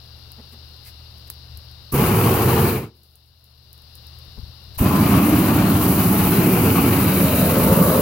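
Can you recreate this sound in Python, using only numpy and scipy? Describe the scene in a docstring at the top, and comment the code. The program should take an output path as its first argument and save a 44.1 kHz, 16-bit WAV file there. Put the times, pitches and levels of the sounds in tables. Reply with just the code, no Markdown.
"""A small pilot flame hums in a burner bell, its gas hissing on the left, while bits of grit tick.
A long-wand propane torch then gives one short blast and later a long one over wet gravel: filtered noise
hisses as gas, then roars as flame, coloured by the ground. Shaped noise also makes the ticks, a faint
crackle, the sizzle of a scorched pan, buffets of air and the handling of the wand. Gain control ducks
under loud sound and recovers slowly."""
import sys
import numpy as np
from scipy import signal
from scipy.fft import rfft, irfft, next_fast_len
from scipy.io import wavfile
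from scipy.ndimage import uniform_filter1d, minimum_filter1d

SR = 44100
rng = np.random.default_rng(int(sys.argv[2]) if len(sys.argv) > 2 else 0)


def wrap_up_sound(samples):
    """Save the sound to the file named by the first command line argument, as 16-bit audio."""
    columns = np.atleast_2d(samples).T
    # keep every value between -1 and 1, then stretch to whole-number steps
    tamed = np.clip(columns, -1, 1)
    steps = np.round(tamed * 32767).astype(np.int16)
    wavfile.write(sys.argv[1], SR, steps)


N = 353241  # samples, about 8 s
TIME = np.arange(N) / SR
SIZE = next_fast_len(N, True)
HZ = np.maximum(np.arange(SIZE // 2 + 1) * SR / SIZE, 1)  # frequencies of the spectrum, kept above zero


# Colour of the burning rumble, the rush through the bell and the nozzle's jet: (frequency [Hz], level [dB])
RUMBLE_COLOUR = [(20, -35), (42, -17), (65, -6.5), (100, 0), (180, 2), (280, -1.5), (420, -10.5),
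                 (620, -17), (850, -29), (1500, -43)]
RUSH_COLOUR = [(350, -25), (600, 0), (800, 1.5), (1300, -2), (1900, -11.5), (2900, -10.5), (3400, -19),
               (4600, -18.5), (5700, -26.5), (7500, -25), (11000, -30.5)]
JET_COLOUR = [(3000, -32), (4300, -20), (7000, -16), (8600, -11.5), (9600, -8.5), (10400, -2),
              (11500, -2.5), (13200, 0), (16000, 0.5)]
# Colour of the bell's lowest mode when it flares up: (frequency [Hz], level [dB])
FLARE_COLOUR = [(400, -60), (950, -20), (1090, -1.5), (1170, 1), (1330, -23), (3000, -47)]
# When that mode flares up: (time [s], level [dB], length [s])
FLARE_TIMES = [(4.92, -38, .12), (6.79, -27, .028), (7.85, -32, 0.13)]
# Left-right balance of the torch: (frequency [Hz], left minus right [dB])
TORCH_BALANCE = [(200, -1), (700, 0), (1290, 4.5), (2380, 6), (4400, 11.5), (6000, 11.5), (8100, 3),
                 (10000, -2.5), (15000, 1.5)]
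# The rush as the wand is swung: (time [s], level [dB], upper band relative to that level [dB])
RUSH_OVER_TIME = [(2.0, -26.5, -7.5), (2.598, -26.5, -11.5), (2.62, -30, -5.5), (4.84, -30.5, -8),
                  (4.9, -28.5, -12.5), (5.07, -28, -4.5), (5.76, -29, -10.5), (6.6, -29, -4),
                  (6.77, -28.5, -5), (7.51, -29.5, -7), (7.92, -27.5, -16), (7.97, -28.5, -11.5)]
# The hiss of the jet: (time [s], level [dB])
JET_OVER_TIME = [(1.96, -29.5), (2.594, -28.5), (2.62, -29.5), (4.82, -31.5), (5.39, -28.5), (5.65, -33),
                 (5.85, -26.5), (6.9, -27.5), (7.97, -26)]


def torch(rumble_db=-0.38, rush_db=1.45, jet_db=3.5, flicker_db=0.3, surge_db=0.55,
          sputter_db=1.0, jet_flicker_db=1.1, gust_db=0.46):
    """Burning eddies rumble, gas rushes through the bell and the nozzle hisses, all as unsteady noise."""
    rush_level_db, upper_db = in_time(RUSH_OVER_TIME)
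    jet_level_db, = in_time(JET_OVER_TIME)
    balance_db = over_hz(TORCH_BALANCE)
    flicker = drift(rate=45)  # shared by rumble and rush
    gust = gust_db * drift(rate=30)  # shared by rush and jet

    rumble_level = rumble_db + flicker_db * flicker + surge_db * drift(rate=14)
    rumble = noise(RUMBLE_COLOUR, balance_db) * from_db(rumble_level)

    sputter = sputter_db * (.5 * flicker + drift(rate=240))
    rush = bell(noise(RUSH_COLOUR, balance_db), upper_db)
    rush = rush * from_db(rush_level_db + rush_db + sputter + gust)
    flares = swells(FLARE_TIMES) * noise(FLARE_COLOUR, balance_db)

    jet_flicker = jet_flicker_db * drift(rate=70)
    jet = noise(JET_COLOUR, balance_db) * from_db(jet_level_db + jet_db + jet_flicker + gust)

    flame, hiss = blasts(rumble, rush + flares, jet)
    return ground(flame) + hiss + ignition()


# The valve snaps open and closes slowly
VALVE_OPEN_S, VALVE_CLOSE_S = .026, 0.31
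# The rush is weaker until the flame has filled the bell
UNLIT_RUSH_DB, FILL_S = -5, .085
# Each part of the sound follows a power of the gas supply as it dies away
RUMBLE_POWER, RUSH_POWER, JET_POWER = 2.45, 2.67, 3.8
# Each pull of the trigger: (valve opens [s], flame catches [s], flame rise [s], trigger let go [s],
# rumble level [dB], bass lift [dB], thump time [s], thump level [dB])
TRIGGER_PULLS = [(1.918, 1.922, 0.027, 2.638, -17.5, 3, 1.942, -12),
                 (4.776, 4.796, 0.019, 8.1, -16, -1, 4.8132, -2.5)]


def blasts(rumble, rush, jet, bass_hz=95, bass_width_hz=70):
    """Gas flows first, the flame catches a moment later, and all parts starve as the valve closes."""
    flame = hiss = 0
    for valve_s, catch_s, rise_s, release_s, db, bass_db, _, _ in TRIGGER_PULLS:
        gas = opening(valve_s, VALVE_OPEN_S)
        supply = np.abs(np.cos(np.pi / 2 * opening(release_s, VALVE_CLOSE_S)))
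        body = signal.lfilter(*band_filter(bass_hz, bass_width_hz, bass_db), rumble)
        flame = flame + body * from_db(db) * opening(catch_s, rise_s) * supply ** RUMBLE_POWER
        unlit_db = UNLIT_RUSH_DB * (1 - opening(catch_s, FILL_S))
        flame = flame + rush * gas ** 2 * from_db(unlit_db) * supply ** RUSH_POWER
        hiss = hiss + jet * gas * supply ** JET_POWER
    return flame, hiss


def ignition(length_s=.0017, after_s=.005):
    """The gathered gas goes off in one thump: a soft push, a sharp opposite swing and a soft rebound."""
    swings, pushes = [], []
    for *_, s, db in TRIGGER_PULLS:
        swings.append((s, db, length_s))
        pushes.append((s - after_s, db, after_s))
        pushes.append((s + after_s, db, after_s))
    balance = length_s / after_s / 2  # the two pushes together cancel the swing's area
    return balance * swells(pushes) - swells(swings)


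# Resonances of the burner bell: (frequency [Hz], width [Hz], lift before it is varied [dB])
BELL_MODES = [(1117, 81, 2.5), (2316, 760, 4.5), (4010, 530, 3.5)]


def bell(x, upper_db, upper_rest_db=-6.5, gleam_db=2.5, swirl_db=4.0, swirl_width=0.024):
    """The bell's modes swell, the middle one carrying the upper band; eddies light narrow wandering bands."""
    drives_db = (gleam_db * drift(rate=5), upper_db - upper_rest_db, gleam_db * drift(rate=2.715))
    for (hz, width_hz, lift_db), drive_db in zip(BELL_MODES, drives_db):
        wandering_hz = hz * from_db(.15 * drift(rate=3.3))
        x = moving_band(x, wandering_hz, lift_db + drive_db, width_hz / hz)
    for hz in np.geomspace(850, 4600, num=9):
        wandering_hz = hz * from_db(.6 * drift(rate=3))
        x = moving_band(x, wandering_hz, swirl_db * drift(rate=9), swirl_width)
    return x / x.mean(0).std()


# The ground echo comes later as the flame moves off the pan
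ECHO_S, ECHO_SLIDE_S_PER_S = .0072, .00053
# The band the stones reinforce as the wand moves: (time [s], frequency [Hz], lift [dB], dip below it [dB])
GROUND_BAND = [(2.7, 431, 11, 8.5), (4.8, 330, 0.5, 0.5), (5.3, 305, 4.5, -1.5), (5.8, 350, -0.5, 0),
               (6.7, 420, 5.5, 0), (7.0, 456.7, -2, -2.5), (7.35, 590, 9, 5.5), (7.7, 538, 13, 3.5),
               (8.0, 532, 15.5, 7)]


def ground(x, echo_db=-12, dull=0.27, notch_db=4.0):
    """Stones near the flame lift one band and cut those beside it; a duller echo arrives ever later."""
    hz, lift_db, dip_db = in_time(GROUND_BAND)
    x = moving_band(x, hz, lift_db, width=0.61)
    x = moving_band(x, 0.62 * hz, -dip_db, width=0.51)
    x = moving_band(x, 1.41 * hz, -notch_db - 0.45 * lift_db, width=0.24)
    echo_time = TIME - ECHO_S - ECHO_SLIDE_S_PER_S * TIME
    echo = np.array([np.interp(echo_time, TIME, ear) for ear in x])
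    pole = np.clip(dull, 0, .9)
    return x + from_db(echo_db) * signal.lfilter([1 - pole], [1, -pole], echo)


# Hum of the pilot flame: (frequency [Hz], typical wander [Hz], level before wavering [dB])
PILOT_NOTES = [(75, 1.73, -59.5), (120.6, 2.45, -64)]
# Colour of the draught and the throttled gas: (frequency [Hz], level [dB])
DRAUGHT_COLOUR = [(20, -11.5), (45, -7.5), (95, -4), (150, -11), (260, -20), (550, -21.5), (1300, -25),
                  (2200, -29), (7000, -41.5), (8500, -39), (11000, -30), (16000, -31)]
VALVE_COLOUR = [(2000, -40), (2450, -26.5), (2800, -9), (3200, -16), (3900, -3.5), (4900, -5),
                (5600, -13.5), (6400, -34), (8000, -37)]
# Left-right balance of the draught: (frequency [Hz], left minus right [dB])
DRAUGHT_BALANCE = [(100, 9.5), (300, 5), (1300, 11), (2300, 3), (6500, 8), (10500, -2.5), (15000, 0.5)]


def pilot(air_db=-63, hiss_db=-62.5, hiss_side_db=22, waver_db=1.1):
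    """The small flame hums on two wavering notes over a soft draught; throttled gas hisses on the left."""
    hum = 0
    for hz, wander_hz, db in PILOT_NOTES:
        phase = 2 * np.pi * np.cumsum(hz + wander_hz * drift(rate=19)) / SR
        hum = hum + from_db(db + waver_db * drift(rate=12)) * np.sqrt(2) * np.sin(phase)
    draught = from_db(air_db) * noise(DRAUGHT_COLOUR, over_hz(DRAUGHT_BALANCE))
    hiss = from_db(hiss_db) * noise(VALVE_COLOUR, hiss_side_db)
    return hum + draught + hiss


# Ticks of grit and spitting fat, and the igniter's click at 1.30 s:
# (time [s], level before a shared trim [dB])
TICK_TIMES = [(0.3188, -35), (0.6888, -48), (1.1827, -45), (1.301, -23), (1.3384, -47), (1.5733, -34),
              (1.715, -47), (3.0341, -35), (3.1555, -30), (3.4422, -35), (3.73, -32), (3.7779, -40),
              (3.8193, -42), (3.954, -33.5), (4.0692, -40), (4.188, -44)]
# Colour of ticks, crackle and sizzle: (frequency [Hz], level [dB])
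TICK_COLOUR = [(1000, -39), (3000, -26.5), (6000, -16), (8000, -14), (11000, -1.5), (14000, -2.5),
               (16000, -3)]


def grit(tick_db=-9, crack_s=0.00053, scatter_db=-19, scatter_s=.014, crackles_per_s=14,
         crackle_db=-64, sizzle_db=-64, cooling_db_per_s=14):
    """Tiny cracks with a faint scatter; faint crackle ticks at random; the hot pan sizzles as it cools."""
    age = TIME[:SR // 10]
    attack = 1 - np.exp(-2 * age / crack_s)
    crack = 2 * np.exp(-age / crack_s)
    scatter = from_db(scatter_db) * np.exp(-age / scatter_s)
    shape = attack * (crack + scatter)

    crackles = rng.random(N) < crackles_per_s / SR
    hits = crackles * from_db(crackle_db + 3 * rng.standard_normal(N))
    for s, db in TICK_TIMES:
        hits[int(s * SR)] += from_db(db + tick_db)

    cooling = TIME - TRIGGER_PULLS[0][3] - VALVE_CLOSE_S  # seconds since the first blast died
    fading_db = sizzle_db - cooling_db_per_s * np.abs(cooling)
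    sizzle = (cooling > 0) * from_db(fading_db + 2 * drift(rate=67))
    return (signal.oaconvolve(hits, shape)[:N] + sizzle) * noise(TICK_COLOUR)


# Dull knocks of the wand and hose: (time [s], level [dB], length [s])
KNOCK_TIMES = [(0.398, -54.5, 0.014), (0.545, -60.5, 0.017), (4.385, -62, 0.013)]
# Scuffs, the igniter's click and a brief puff: (time [s], level [dB], length [s])
SCUFF_TIMES = [(0.53, -63, .013), (0.875, -57.5, 0.029), (1.278, -62.5, .008), (1.3021, -36, 0.0004),
               (4.755, -61, 0.012)]
# Colour of the knocks, and of the scuffs, click and puff: (frequency [Hz], level [dB])
KNOCK_COLOUR = [(100, -25), (190, 0), (240, 12), (310, -12), (440, 5), (650, -8), (850, -7), (2000, -21),
                (6000, -41)]
SCUFF_COLOUR = [(200, -35), (450, -17), (1200, -17), (1900, -8), (3000, -10), (7000, -16), (12000, -7),
                (16000, -8)]


def handling():
    """Dull knocks, scuffs, a click and a brief puff: short swells of low or bright noise."""
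    knocks = swells(KNOCK_TIMES) * noise(KNOCK_COLOUR)
    scuffs_click_puff = swells(SCUFF_TIMES) * noise(SCUFF_COLOUR)
    return knocks + scuffs_click_puff


# When moving air buffets the left microphone: (time [s], level [dB], length [s])
BUFFET_TIMES = [(1.57, -53, 0.034), (4.18, -57, .02), (4.28, -51.5, 0.018), (4.39, -44, 0.018),
                (4.435, -43, 0.012), (4.485, -51, 0.019), (4.72, -59, 0.051), (4.778, -44, 0.0045)]
# Colour of the buffets: (frequency [Hz], level [dB])
BUFFET_COLOUR = [(20, -19), (50, 6.5), (90, 7.5), (160, -7), (400, -32), (2000, -68)]


def buffets(side_db=9):
    """Moving air pushes on the left microphone: short swells of low noise, louder on the left."""
    return swells(BUFFET_TIMES) * noise(BUFFET_COLOUR, side_db)


# Colour of the sound sent back by the yard: (frequency [Hz], level [dB])
YARD_COLOUR = [(100, -5.5), (350, -3.5), (1000, -5), (3000, -14), (10000, -28)]


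def yard(x, wet_db=-42, t60_s=0.98):
    """Far walls and trees send back a faint, dull tail of fading noise."""
    tail = (noise(YARD_COLOUR) * from_db(-60 * TIME / t60_s))[:, :SR]
    tail = tail / np.sqrt(np.sum(tail[0] ** 2))
    return x + from_db(wet_db) * signal.oaconvolve(x, tail, axes=1)[:, :N]


# How alike the two ears are before mixing: (frequency [Hz], likeness [0 to 1])
EAR_LIKENESS = [(100, 1), (290, 0.98), (640, .94), (1100, 0.64), (1500, 0.48), (3000, 0.56), (4500, 0.42),
                (7000, .42), (15000, 0.52)]
# How far the left ear leads the right: (frequency [Hz], phase [radians])
LEFT_LEAD = [(400, 0.14), (1100, 0.76), (2400, 0.37), (3400, -1.24), (5000, -1.3), (8500, -1.5),
             (15000, -1.35)]


def noise(spectrum, side_db=0):
    """Stereo turbulence, alike in both ears in the bass and less so higher up; its middle has rms 1."""
    alike = np.clip(over_hz(EAR_LIKENESS), 0, .998)
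    mid, side = rng.standard_normal((2, len(HZ))) + 1j * rng.standard_normal((2, len(HZ)))
    ears = np.array([[1], [-1]])
    pair = np.sqrt(1 + alike) * mid + ears * np.sqrt(1 - alike) * side
    pair = pair * from_db(ears * side_db / 2)
    pair[0] *= np.exp(1j * over_hz([(150, 0)] + LEFT_LEAD))
    x = irfft(pair * from_db(over_hz(spectrum)), SIZE)[:, :N]
    return x / x.mean(0).std()


def band_filter(hz, width_hz, lift_db):
    """Filter numbers that lift or dip one resonant band."""
    g, w = from_db(lift_db / 2), 2 * np.pi * hz / SR
    k = np.sin(w) * width_hz / hz / 2
    a = np.array([1 + k / g, -2 * np.cos(w), 1 - k / g])
    b = np.array([1 + k * g, -2 * np.cos(w), 1 - k * g])
    return b / a[0], a / a[0]


def moving_band(x, hz, lift_db, width, size=1024):
    """A lifted or dipped band that moves block by block; width is a share of its frequency."""
    out, state = np.zeros_like(x), np.zeros((2, 2))
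    for i in range(0, N, size):
        b, a = band_filter(hz[i], width * hz[i], lift_db[i])
        out[:, i:i + size], state = signal.lfilter(b, a, x[:, i:i + size], zi=state)
    return out


def swells(rows):
    """A short rounded swell in loudness for each event."""
    total = 0
    for s, db, length_s in rows:
        distance = np.minimum(((TIME - s) / length_s) ** 2, 60)
        total = total + from_db(db) * np.exp(-distance)
    return total


def opening(start_s, rise_s):
    """A straight ramp from shut (0) to fully open (1)."""
    return np.clip((TIME - start_s) / rise_s, 0, 1)


def drift(rate):
    """Smooth random wander of rms 1, with so many random points per second."""
    knots = rng.standard_normal(int(N / SR * rate) + 2)
    return rms_one(np.interp(TIME * rate, np.arange(len(knots)), knots))


def in_time(rows):
    """Turn each column after the time into a curve with a value at every sample."""
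    s, *columns = np.transpose(rows)
    return [np.interp(TIME, s, column) for column in columns]


def over_hz(points):
    """Read a table at every frequency, on a logarithmic pitch scale."""
    hz, value = np.transpose(points)
    return np.interp(np.log(HZ), np.log(hz), value)


def from_db(db):
    """Turn decibels into an amplitude factor."""
    return np.exp(np.asarray(db) * (np.log(10) / 20))


def rms_one(x):
    """Scale a signal to an rms of 1."""
    return x / np.sqrt(np.mean(x ** 2) + 1e-20)


def scene():
    """The torch and its yard echo, then the pilot flame, the grit, the handling and the buffets."""
    return yard(torch()) + pilot() + grit() + handling() + buffets()


def gain_control(x, target_db=-21, boost_db=12, hold_s=0.58, recover_db_per_s=16):
    """Quiet sound is lifted; loud sound takes the lift away at once, and it creeps back after a pause."""
    power = uniform_filter1d(np.mean(x ** 2, 0), size=441)  # averaged over 10 ms
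    level_db = 10 * np.log10(np.maximum(power, 1e-12))
    duck_db = np.clip(level_db - target_db + boost_db, 0, boost_db)
    half = int(hold_s * SR / 2)
    held = -minimum_filter1d(-duck_db, 2 * half + 1, origin=half, mode="nearest")
    slope_db = recover_db_per_s * TIME
    released = np.maximum.accumulate(held + slope_db) - slope_db
    return x * from_db(boost_db - released)


CUTOFF_HZ = 15900


def record(dry):
    """Apply gain control, round the highest peaks, then cut the top of the treble steeply."""
    top = np.clip((CUTOFF_HZ - HZ) / 200 + .5, 0, 1)
    x = gain_control(dry)
    x = x / (1 + (x / .87) ** 8) ** (1 / 8)
    return irfft(rfft(x, SIZE) * top, SIZE)[:, :N]


dry = scene()
out = record(dry)
wrap_up_sound(out)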